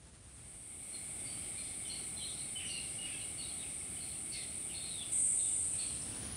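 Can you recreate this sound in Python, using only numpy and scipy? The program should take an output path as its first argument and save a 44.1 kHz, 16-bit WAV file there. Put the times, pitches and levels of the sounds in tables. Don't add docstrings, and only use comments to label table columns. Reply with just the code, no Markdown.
import sys
import numpy as np
from scipy import signal
from scipy.fft import rfft, irfft
from scipy.io import wavfile

SR = 44100
rng = np.random.default_rng(int(sys.argv[2]) if len(sys.argv) > 2 else 0)


def materialize(psi):
    bounded = np.clip(np.atleast_2d(psi).T, -1, 1)
    quanta = np.round(bounded * 32767).astype(np.int16)
    wavfile.write(sys.argv[1], SR, quanta)


N = 280476


def chorus():
    # freq_hz, level_db
    chorus_spectrum = [(4500, -40), (6320, -26), (7070, -23.5), (7680, -8), (8090, -0.5), (8440, 2),
                       (8970, 0.5), (9610, -1.5), (10200, -10), (11200, -25), (12800, -35), (13750, -23),
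                       (14300, -44), (15700, -47)]
    hiss_spectrum = [(10000, -21), (11500, -11), (13000, 6), (13800, -3), (14400, -6), (15700, -14)]
    # body_hz, width_hz, buckles_per_s, buckles_per_throb, level_db
    singers = [(9520, 420, 446, 5, -53.5), (8510, 520, 280, 3, -56.5)]
    # pitch_hz, waver_hz, strokes_per_s, throb_db, level_db
    steady_singers = [(9468, 10, 150, 2.9, -58.5), (9240, 10, 52, 2, -64), (9289, 10, 178, 2.8, -63),
                      (8950, 12, 130, 9, -52), (8520, 12, 60, 3.6, -68), (8313, 12, 77, 5.6, -60.5),
                      (9970, 12, 88.7, 9, -65.5)]
    blur = noise_bed(chorus_spectrum, level_db=-45.5, waver_db=0.32, rate_hz=13)
    hiss = noise_bed(hiss_spectrum, level_db=-73, waver_db=2.6, rate_hz=5.6)
    buzzes = sum(cicada(*singer, throb_db=0.5) for singer in singers)
    tones = sum(whine(*singer) for singer in steady_singers)
    return blur + hiss + buzzes + tones


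def near_cicada(start_s=5.1185, attack_s=0.004, build_s=0.04):
    # freq_hz, level_db
    song_spectrum = [(3240, -66), (5500, -35), (6290, -25), (7020, -19), (7360, -16), (7520, -10.5),
                     (8050, 1), (8540, 1.5), (9310, 2), (9800, -7), (10100, -27), (10200, -10.5),
                     (11200, -43), (14600, -67), (22000, -120)]
    # pitch_hz, waver_hz, strokes_per_s, throb_db, relative_level_db
    song_tones = [(8364, 8, 300, 3, -7), (8272, 10, 330, 3, -9.5), (9025, 12, 360, 4, -15),
                  (7950, 12, 280, 3.6, -16), (7703, 14, 420, 3, -17.5)]
    clicks = rms_one(buckles(per_s=538, per_throb=2, throb_db=6, scatter_db=1))
    buzz = coloured(clicks + 2 * rng.standard_normal(N), song_spectrum)
    song = rms_one(buzz + sum(whine(*tone) for tone in song_tones))
    since_s = np.maximum(np.arange(N) / SR - start_s, 0)
    attack = np.minimum(since_s / attack_s, 1)
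    level_db = -32.5 - 1.5 * np.exp(-since_s / build_s)
    return attack * from_db(level_db) * song


def cicada(body_hz, width_hz, per_s, per_throb, level_db, throb_db):
    clicks = buckles(per_s, per_throb, throb_db, scatter_db=1.5)
    return from_db(level_db) * rms_one(resonance(clicks, body_hz, width_hz))


def buckles(per_s, per_throb, throb_db, scatter_db):
    count = np.cumsum(per_s / SR * (1 + 0.01 * drift(3)))
    at = np.flatnonzero(np.diff(np.floor(count)))
    stroke = np.cos(2 * np.pi * count[at] / np.round(per_throb))
    click_db = throb_db * stroke + scatter_db * rng.standard_normal(N)[at]
    clicks = np.full(N, 1e-18)
    clicks[at] = from_db(click_db) * rng.choice([-1, 1], N)[at]
    return clicks


def whine(pitch_hz, waver_hz, strokes_per_s, throb_db, level_db):
    t = np.arange(N) / SR
    phase = 2 * np.pi * (pitch_hz * t + np.cumsum(waver_hz * drift(11.7)) / SR)
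    stroke_phase = 2 * np.pi * np.cumsum(strokes_per_s * (1 + 0.00995 * drift(2.15))) / SR
    swell_db = throb_db * np.cos(stroke_phase) + 2.2 * drift(18)
    return from_db(level_db) * rms_one(from_db(swell_db) * np.sin(phase))


def birds():
    # start_s, length_s, start_hz, end_hz, level_db, hoarse_hz
    notes = [ (0.924, 0.054, 4315, 4090, -54, 46), (1.233, 0.15, 4650, 4430, -61, 150),
             (1.27, 0.25, 3280, 3080, -68, 30), (1.547, 0.072, 3780, 3560, -63, 350),
             (1.565, 0.069, 4360, 4150, -56, 70), (1.636, 0.098, 4180, 4240, -65, 47),
             (1.567, 0.064, 2430, 2310, -56.5, 20), (1.842, .03, 3650, 3400, -59, 80),
             (1.849, 0.029, 3220, 2960, -54, 40), (1.868, .04, 6000, 5600, -62, 80),
             (1.881, 0.073, 3080, 2900, -56, 160), (1.894, 0.038, 4300, 4080, -47.5, 25),
             (1.902, 0.051, 4800, 4150, -55, 50), (1.946, 0.018, 3970, 3770, -55, 80),
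             (2.155, 0.12, 4214, 3717, -52, 31), (2.162, 0.07, 3600, 3340, -58.5, 54),
             (2.195, 0.06, 3350, 3010, -50.5, 110), (2.228, 0.045, 4170, 4170, -47, 19),
             (2.251, 0.091, 3640, 3870, -55, 230), (2.362, 0.076, 3930, 4220, -55, 170),
             (2.551, 0.044, 3015, 3024, -45.5, 12), (2.577, 0.096, 2836, 2106, -53, 350),
             (2.634, 0.067, 2930, 2900, -51, 38), (2.64, .08, 5860, 5820, -60, 170),
             (2.683, 0.082, 2900, 2685, -50.5, 46), (2.687, 0.05, 4310, 4600, -51, 150),
             (2.71, 0.089, 4310, 3990, -55.5, 52), (2.735, 0.067, 2875, 2684, -49, 30),
             (2.828, 0.087, 2820, 2760, -67, 30), (2.972, 0.11, 2877, 2847, -51, 35),
             (3.044, 0.083, 2847, 2050, -55, 370), (3.112, 0.073, 2705, 2587, -53.5, 41),
             (3.123, 0.053, 1726, 1600, -65, 24), (3.134, 0.063, 3230, 3200, -56.5, 92),
             (3.188, 0.064, 4180, 3990, -59, 150), (3.20, 0.063, 2943, 2815, -52.5, 33),
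             (3.366, 0.085, 4570, 3990, -56.5, 38), (3.369, 0.091, 2880, 2800, -60.5, 22),
             (3.417, 0.053, 3840, 3800, -52, 70), (3.475, 0.056, 4300, 4100, -56.5, 83),
             (3.508, .02, 3270, 3290, -60, 60), (3.574, 0.073, 3870, 3740, -57.5, 120),
             (3.625, 0.023, 3920, 2190, -54, 60), (3.96, 0.018, 3060, 3060, -58, 52),
             (3.995, 0.068, 4440, 4170, -54, 100), (4.093, .04, 4200, 4500, -62, 100),
             (4.125, 0.061, 2740, 2750, -63.5, 26), (4.309, 0.1, 5540, 5010, -58.5, 600),
             (4.312, 0.071, 4520, 4170, -50, 160), (4.322, 0.13, 3760, 3600, -56.5, 230),
             (4.326, 0.093, 2770, 2470, -57, 230), (4.329, 0.12, 2187, 2035, -58, 73),
             (4.359, 0.086, 4180, 4176, -54.5, 82), (4.676, 0.098, 3146, 2375, -56.5, 230),
             (4.706, 0.23, 3580, 3780, -58.5, 160), (4.736, 0.058, 4290, 4250, -49.5, 75),
             (4.83, 0.037, 4260, 4170, -52.5, 100), (4.891, 0.1, 4000, 3640, -52, 79),
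             (4.971, 0.081, 3670, 3250, -49, 55), (5.025, 0.02, 3260, 2280, -54, 23),
             (5.367, 0.14, 3810, 3550, -58.5, 120), (5.396, 0.026, 4120, 4180, -58, 40),
             (5.445, 0.121, 2950, 2844, -64, 110), (5.704, 0.19, 2500, 2710, -61, 270),
             (5.758, .14, 3620, 3310, -60, 430), (5.772, 0.089, 4320, 4320, -53, 140),
             (5.883, 0.038, 4110, 4300, -53.5, 68), (6.019, 0.0093, 5550, 5300, -51, 250)]
    calls = np.zeros(N)
    for start_s, length_s, start_hz, end_hz, level_db, hoarse_hz in notes:
        at, n = round(start_s * SR), min(round(length_s * SR), 10000)
        noise = rng.standard_normal(12000) + 1j * rng.standard_normal(12000)
        waver = smoothed(noise, hoarse_hz + 35)[2000:2000 + n]
        waver /= np.sqrt(np.mean(np.abs(waver) ** 2))
        steady = min(55 / hoarse_hz, 1.5)
        glide = np.exp(2j * np.pi * np.cumsum(np.linspace(start_hz, end_hz, n)) / SR)
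        whistle = rms_one(np.real((steady + waver) * glide))
        envelope = signal.windows.tukey(n, 0.5) * from_db(np.linspace(1.5, -1.5, n))
        calls[at:at + n] += from_db(level_db) * envelope * whistle
    return calls


def canopy(sound, t60_s=0.57, onset_s=0.01):
    t = np.arange(SR) / SR
    echoes = rng.standard_normal(SR) * from_db(-60 * t / t60_s) * np.minimum(t / onset_s, 1)
    stirred = sound * (0.7 + 0.7 * drift(70))
    return signal.fftconvolve(stirred, echoes / np.linalg.norm(echoes))[:N]


def flock(calls, max_swell_db=6, memory_s=0.046):
    pole = np.exp(-1 / (memory_s * SR))
    envelope = signal.lfilter([1 - pole], [1, -pole], np.abs(calls))
    swell_db = max_swell_db * np.tanh(rms_one(envelope))
    low = twitter(2405, 3506, tilt_db=0.44, level_db=-70.5 + swell_db)
    high = twitter(3506, 6013, tilt_db=-3.5, level_db=-69 + swell_db)
    return low + high


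def twitter(low_hz, high_hz, tilt_db, level_db, peeps_per_s=700, bands=24):
    strengths = from_db(3 * np.minimum(rng.exponential(1, N), 4))
    impulses = strengths * (rng.random(N) < peeps_per_s / SR)
    band = rng.integers(0, bands, N)
    gains = from_db(np.linspace(0, tilt_db, bands))
    peeps = np.zeros(N)
    for k, pitch_hz in enumerate(np.geomspace(low_hz, high_hz, bands)):
        peeps += gains[k] * resonance(impulses * (band == k) + 1e-18, pitch_hz, width_hz=160)
    return from_db(level_db) * rms_one(peeps)


def crickets(fade_db_per_s=0.8):
    band = resonance(rng.standard_normal(N), centre_hz=2205, width_hz=203)
    level_db = -60 - fade_db_per_s * np.arange(N) / SR + 1.1 * drift(4.7)
    return from_db(level_db) * rms_one(band)


def forest_hush():
    # freq_hz, level_db
    spectrum = [(30, -9.5), (70, 2), (140, -1), (345, -6), (455, -13), (800, -11), (940, -21), (1320, -17),
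                (1620, -21.5), (2200, -15.5), (4240, -20.5), (5950, -25), (6200, -25), (9000, -34.5)]
    return noise_bed(spectrum, level_db=-53, waver_db=0.5, rate_hz=3.5)


def first_spot():
    # freq_hz, level_db
    spectrum = [(25, -32), (50, 0), (130, -5.5), (200, -13), (350, -18.5), (900, -26), (3500, -29),
                (7000, -31), (9500, -16.5), (11000, -46), (15500, -62)]
    return noise_bed(spectrum, level_db=-55, waver_db=2, rate_hz=8.3)


def last_spot():
    # freq_hz, level_db
    spectrum = [(25, -17), (42, -15), (70, -2.5), (250, -10.5), (420, -18), (900, -24.5), (5700, -26.5),
                (7500, -32), (9700, -17.5), (11000, -44), (13300, -39), (15500, -44)]
    background = noise_bed(spectrum, level_db=-46, waver_db=0.7, rate_hz=9)
    buzz = cicada(body_hz=9656, width_hz=450, per_s=517.5, per_throb=4, level_db=-48, throb_db=6)
    tone = whine(pitch_hz=9628.5, waver_hz=11, strokes_per_s=84.5, throb_db=13, level_db=-53)
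    return background + buzz + tone


def noise_bed(spectrum, level_db, waver_db, rate_hz):
    gain = from_db(level_db + waver_db * drift(rate_hz))
    return gain * coloured(rng.standard_normal(N), spectrum)


def coloured(sound, spectrum):
    freq_hz, level_db = np.transpose(spectrum)
    bins_hz = np.maximum(np.fft.rfftfreq(len(sound), 1 / SR), 1)
    gains = from_db(np.interp(np.log(bins_hz), np.log(freq_hz), level_db))
    return rms_one(irfft(rfft(sound) * gains, len(sound)))


def resonance(sound, centre_hz, width_hz):
    radius = np.exp(-np.pi * width_hz / SR)
    b = (1 - radius ** 2) / 2 * np.array([1, 0, -1])
    a = [1, -2 * radius * np.cos(2 * np.pi * centre_hz / SR), radius ** 2]
    return signal.lfilter(b, a, signal.lfilter(b, a, sound))


def drift(rate_hz):
    return rms_one(smoothed(rng.standard_normal(N + 20000), rate_hz)[20000:])


def smoothed(noise, corner_hz):
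    pole = np.exp(-2 * np.pi * corner_hz / SR)
    return signal.lfilter([1], [1, -2 * pole, pole * pole], noise)


def dissolve(start_s, length_s, rise_power, fall_power):
    progress = np.clip((np.arange(N) / SR - start_s) / length_s, 0, 1)
    return progress ** rise_power, (1 - progress) ** fall_power


def from_db(db):
    return 10 ** (np.asarray(db) / 20)


def rms_one(x):
    return x / np.sqrt(np.mean(x ** 2) + 1e-20)


def scene():
    path_in, first_out = dissolve(start_s=0.13, length_s=1.08, rise_power=1.07, fall_power=0.74)
    last_in, path_out = dissolve(start_s=5.274, length_s=1.045, rise_power=1.18, fall_power=1.12)
    calls = birds()
    far_calls = path_in * flock(calls)
    drone = path_in * path_out ** 0.44 * (forest_hush() + chorus())
    insects = path_out * (near_cicada() + path_in ** 1.44 * crickets())
    other_spots = first_out * first_spot() + last_in * last_spot()
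    direct = calls + from_db(-0.5) * far_calls
    echoes = canopy(from_db(-0.5) * calls + far_calls)
    return (drone + insects + other_spots + direct + echoes)[None]


def record(dry):
    bass_cut = signal.butter(3, 38, "high", fs=SR, output="sos")
    treble_cut = signal.ellip(14, 0.3, 70, 15730, fs=SR, output="sos")
    return signal.sosfilt(treble_cut, signal.sosfilt(bass_cut, dry))


dry = scene()
out = record(dry)
materialize(out)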